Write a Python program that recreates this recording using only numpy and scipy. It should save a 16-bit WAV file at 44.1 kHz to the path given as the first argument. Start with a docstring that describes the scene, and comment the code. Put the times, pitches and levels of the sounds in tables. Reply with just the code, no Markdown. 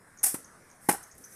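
"""A quiet yard between stacks of concrete blocks, heard through one microphone.
In front, a block mould is worked by hand: it scrapes over gritty mortar and bumps, then lands
with a hard knock that sets it ringing; sand rustles and cracks as it is lifted.
The walls throw the knocks back, and a small bird chips over faint, steady, distant noise."""
import sys
import numpy as np
from scipy import signal
from scipy.io import wavfile
from scipy.ndimage import uniform_filter1d

SR = 44100
rng = np.random.default_rng(int(sys.argv[2]) if len(sys.argv) > 2 else 0)


def generate_wav(sig):
    """Save sig (samples, or channels by samples) to the path in sys.argv[1] as 16-bit PCM at SR."""
    pcm = np.round(np.clip(np.atleast_2d(sig).T, -1, 1) * 32767).astype(np.int16)
    wavfile.write(sys.argv[1], SR, pcm)


N = 59535
T = np.arange(N) / SR

# knocks of the mould: t/s, thud level/dB, thud f/Hz, ring level/dB, ring pitch ratio, ring length/s,
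# clatter level/dB, crunch level/dB
MOULD_KNOCKS = [(0.2353, -46, 307, -35.5, 0.98, 0.037, -46, -49),
                (0.26, -54, 298, -38, .915, 0.037, -49, -54),
                (0.3408, -25, 254, -31, 0.705, 0.0052, -37, -31.5),
                (.8864, -13.5, 264, -12.5, 1.001, 0.012, -25, -24.5),
                (0.8915, -35.5, 200, -37, 0.93, 0.015, -30.5, -24),
                (.9095, -31, 318, -24.5, 1.08, 0.0067, -35.5, -53),
                (0.943, -40, 345, -33, 0.942, 0.009, -53, -66)]
# modes of the whole mould: f/Hz, relative level/dB, t60/s
MOULD_MODES = [(170, -10.5, 0.052), (402, -12.5, 0.23), (510.5, -5.5, 0.071), (640, -8.5, 0.32),
               (850, -15, 0.07), (830, 4.5, 0.17), (964, -11, 0.11), (1000, -21.5, 0.073),
               (1160, -18.5, 0.14), (1324, -20, .12), (1528, -4.5, 0.073), (1916, -6.5, 0.33),
               (2090, -9, 0.13), (4280, -19, 0.069)]
# spectrum of the loose parts that clatter at a knock: f/Hz, relative level/dB
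CLATTER_SPECTRUM = [(30, -36), (100, -17), (180, -3.5), (400, -0.5), (580, -3.5), (900, 1), (1300, -5.5),
                    (2100, -5.5), (2800, -12.5), (5000, -25.5), (16000, -41)]
# spectrum of the mould's wall under the scrape: f/Hz, relative level/dB
SCRAPE_SPECTRUM = [(40, -50), (150, -13), (350, 0), (520, -8), (800, -7), (1100, 1), (2000, 4.5), (3200, 1),
                   (4500, 5), (8000, -10.5), (16000, -58)]
# sand rubbing as the mould is moved: start t/s, end t/s, level/dB
SAND_RUBS = [(0.834, 0.914, -54.5), (0.975, 1.1, -65), (1.191, 1.276, -58.5), (1.31, 1.377, -54)]
# single bits of grit cracking: t/s, level/dB
GRIT_CRACKS = [(.263, -24.5), (.912, -29), (0.925, -30.5), (.941, -38), (1.028, -44.5), (1.076, -59),
               (1.15, -57.5), (1.179, -49), (1.248, -51.5)]
# spectrum of crushed sand: f/Hz, relative level/dB
GRIT_SPECTRUM = [(100, -80), (2000, -25.5), (3800, -20), (5600, -8.5), (7300, -10.5), (8700, 1.5),
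                 (10000, -0.5), (11500, -1), (13300, -8.5), (15200, -19), (16200, -44.5)]
# high modes of the mould's thin walls: f/Hz, relative level/dB
THIN_WALL_MODES = [(8010, 13.5), (8978, -12), (9277, 4.5), (9460, -1), (9950, 0), (10180, 7), (10385, 7),
                   (10835, 5), (11075, -1), (11345, 5)]
# the bird's chips: t/s, length/s, top f/Hz, level/dB at the beak's resonance
BIRD_CHIPS = [(0.174, 0.005, 7030, -47), (0.186, 0.0059, 6690, -44.5), (0.193, 0.0062, 6570, -44),
              (0.444, 0.0064, 6490, -44), (0.699, .006, 7200, -52.5), (0.7133, 0.0031, 6460, -47),
              (1.036, 0.0059, 6710, -44.5), (1.113, 0.0051, 6760, -46.5), (1.1185, 0.0087, 7270, -49),
              (1.237, 0.014, 6230, -43.5), (1.242, 0.0077, 7400, -48), (1.323, 0.0064, 6400, -49)]
# echoes off the yard's walls: delay t/s, level/dB against the direct sound
WALL_ECHOES = [(.0215, -24.5), (.043, -21), (.058, -25.5)]
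# reverberation of the yard: f/Hz, t60/s, relative level/dB
YARD_DECAY = [(100, 0.2, -10), (450, 0.32, -4), (830, 0.3, -1), (1250, 0.43, 4), (2230, 0.36, -2.5),
              (4000, 0.48, 2.5), (8900, 0.37, 1.5), (15100, 0.24, -0.5)]
# spectrum of the distant background: f/Hz, relative level/dB
AMBIENCE_SPECTRUM = [(20, -4.5), (60, -3.5), (190, 0), (340, -4.5), (750, -7.5), (1300, -4), (1750, -3.5),
                     (2250, -11.5), (2900, -25), (4200, -25), (5300, -18), (6600, -22), (8000, -15.5),
                     (9800, -13), (12000, -22), (14500, -32), (16000, -54)]


def knocks(thud_peak_s=0.0034, ring_lag_s=0.001998, ring_rise_s=0.0021, low_cut_hz=113):
    """Each knock is a dull thud, a ring that the mortar soon chokes, a clatter and a crunch of sand."""
    body, clatter, crunch = np.zeros((3, N))
    for start, thud_db, thud_hz, ring_db, pitch, ring_s, clatter_db, crunch_db in MOULD_KNOCKS:
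        t = np.maximum(T - start, 0)
        swell = (t / thud_peak_s * np.exp(1 - t / thud_peak_s)) ** 6.3
        body += amp(thud_db) * swell * np.sin(2 * np.pi * thud_hz * t)
        ring_t = np.maximum(t - ring_lag_s, 0)
        choke = np.minimum(ring_t / ring_rise_s, 1) * np.exp(-(ring_t / ring_s) ** 2)
        body += amp(ring_db) * mould_ring(ring_t, pitch) * choke / 2
        clatter += amp(clatter_db) * burst(start + ring_lag_s, rise_s=0.0027, fade_s=0.0092)
        crunch += amp(crunch_db) * burst(start + 0.00025, rise_s=0.0022, fade_s=0.01)
    body = signal.sosfilt(signal.butter(2, low_cut_hz, "high", fs=SR, output="sos"), body)
    loose_parts = through(clatter * grains(), colour(CLATTER_SPECTRUM))
    return body + loose_parts + crushed_sand(crunch * grains())


def mould_ring(t, pitch):
    """The mould's modes dying away, t seconds after a blow."""
    return sum(amp(db - 60 * t / t60) * np.sin(2 * np.pi * hz * pitch * t)
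               for hz, db, t60 in MOULD_MODES)


def scrape(start_s=0.231, hold_s=0.044, fade_db_per_s=272, bite_s=0.2425, bite_width_s=0.0037):
    """The mould bites, then slides to rest; sand breaks under it and stirs its walls."""
    t = T - start_s
    bite_db = 9.5 * np.exp(-((T - bite_s) / bite_width_s) ** 2 / 2)
    level_db = -26.5 + bite_db - fade_db_per_s * np.maximum(t - hold_s, 0)
    drive = (t > 0) * amp(level_db) * grains()
    return crushed_sand(drive) + amp(-15.5) * through(drive, colour(SCRAPE_SPECTRUM))


def sand_rustle(edge_s=0.056):
    """Sand rubs softly against the moving mould and single bits of grit crack."""
    rub_power = sum(amp(db) ** 2 * np.clip(np.minimum(T - start, end - T) / edge_s + 0.5, 0, 1)
                    for start, end, db in SAND_RUBS)
    crack_power = sum((amp(db) * burst(start, rise_s=0.0011, fade_s=0.0079)) ** 2
                      for start, db in GRIT_CRACKS)
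    return crushed_sand(np.sqrt(rub_power + crack_power) * grains())


def crushed_sand(drive, t60_s=0.037):
    """Grains of sand crack and make the mould's thin walls sing briefly."""
    ring = sum(amp(db - 60 * T / t60_s) * np.sin(2 * np.pi * hz * T) for hz, db in THIN_WALL_MODES)
    return through(drive, colour(GRIT_SPECTRUM)) + amp(-11) * through(drive, ring / np.linalg.norm(ring))


def grains(per_s=9000, spread_db=0.5):
    """Dense clicks of uneven size, with steady power over a few milliseconds."""
    size = amp(-spread_db * np.minimum(rng.exponential(1, N), 4)) * rng.choice([-1, 1], N)
    clicks = size * (rng.random(N) < per_s / SR)
    local_power = abs(uniform_filter1d(clicks ** 2, size=260))
    return clicks / np.sqrt(local_power + 1e-6)


def bird(low_hz=5250, rasp_hz=250, beak_hz=6200, beak_width_hz=950):
    """Each chip is a quick, raspy arch of pitch across the beak's resonance, blurred by nearby surfaces."""
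    chips = np.zeros(N)
    jitter = unit_rms(uniform_filter1d(rng.standard_normal(N), size=24))
    for start, length, top_hz, db in BIRD_CHIPS:
        arch = np.maximum(np.sin(np.pi * np.clip((T - start) / length, 0, 1)), 0)
        hz = low_hz + (top_hz - low_hz) * arch + rasp_hz * jitter
        beak_gain = 1 / (1 + ((hz - beak_hz) / beak_width_hz) ** 2)
        chips += amp(db) * arch ** 0.6 * beak_gain * np.sin(2 * np.pi * np.cumsum(hz) / SR)
    scatter = rng.standard_normal(N) * burst(0, rise_s=0.004, fade_s=0.008)
    return chips + amp(-6) * through(chips, scatter / np.linalg.norm(scatter))


def wall_echoes(x):
    """Each wall's reflection reaches the microphone later and weaker than the direct sound."""
    return sum(amp(db) * np.pad(x, (round(delay * SR), 0))[:N] for delay, db in WALL_ECHOES)


def yard_reverb(x, build_s=0.0042):
    """Sound scattered by the block stacks, each band dying at its own speed."""
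    hz, t, noise = signal.stft(rng.standard_normal(N), SR, nperseg=512)
    t60, db = (at_frequency(np.array(YARD_DECAY)[:, [0, k]], hz)[:, None] for k in (1, 2))
    tail = signal.istft(noise * amp(db - 60 * t / t60), SR)[1][:N]
    tail *= np.minimum(T / build_s, 1)
    return through(x, tail / np.linalg.norm(tail))


def ambience(level_db=-57, patch_db=2.5, swell_db=3, swell_s=0.22):
    """Distant noise that swells a little and then holds, with slight drifting patches."""
    hz, _, bands = signal.stft(rng.standard_normal(N), SR, nperseg=1024, noverlap=768)
    patches = uniform_filter1d(rng.standard_normal(bands.shape), size=10, axis=0)
    patches = unit_rms(uniform_filter1d(patches, size=16, axis=1))
    bands *= amp(at_frequency(AMBIENCE_SPECTRUM, hz)[:, None] + patch_db * patches)
    noise = signal.istft(bands, SR, nperseg=1024, noverlap=768)[1][:N]
    return amp(level_db - swell_db * np.maximum(1 - T / swell_s, 0)) * unit_rms(noise)


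def amp(db):
    """Decibels to gain."""
    return 10 ** (np.asarray(db) / 20)


def unit_rms(x):
    """Scales to rms 1."""
    return x / np.sqrt(np.mean(x ** 2) + 1e-20)


def at_frequency(points, hz):
    """Interpolates a table along log frequency."""
    f, value = np.transpose(points)
    return np.interp(np.log(hz + 1), np.log(f), value)


def through(x, response):
    """Plays x through an impulse response."""
    return signal.fftconvolve(x, response)[:N]


def colour(spectrum):
    """Minimum-phase response of energy 1 with the given spectral shape."""
    log_gain = np.log(amp(at_frequency(spectrum, abs(np.fft.fftfreq(4096, 1 / SR)))))
    response = np.fft.ifft(np.exp(np.conj(signal.hilbert(log_gain)))).real[:2048]
    return response / np.linalg.norm(response)


def burst(start, rise_s, fade_s):
    """Envelope that rises to 1 and dies away."""
    t = np.maximum(T - start, 0)
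    return np.minimum(t / rise_s, 1) * np.exp(-np.maximum(t - rise_s, 0) / fade_s)


def scene():
    """At the microphone: the mould in front, the bird deeper in the reverberation, distant noise behind."""
    work = knocks() + scrape() + sand_rustle()
    chips = bird()
    mould_in_yard = work + wall_echoes(work) + amp(-14.5) * yard_reverb(work)
    bird_in_yard = chips + amp(-7) * yard_reverb(chips)
    return (mould_in_yard + bird_in_yard + ambience())[None]


def record(dry, cutoff_hz=15900):
    """The recorder's band limit."""
    low_pass = signal.firwin(255, cutoff_hz, window=("kaiser", 9), fs=SR)
    return signal.oaconvolve(dry, low_pass[None], "same")


dry = scene()
out = record(dry)
generate_wav(out)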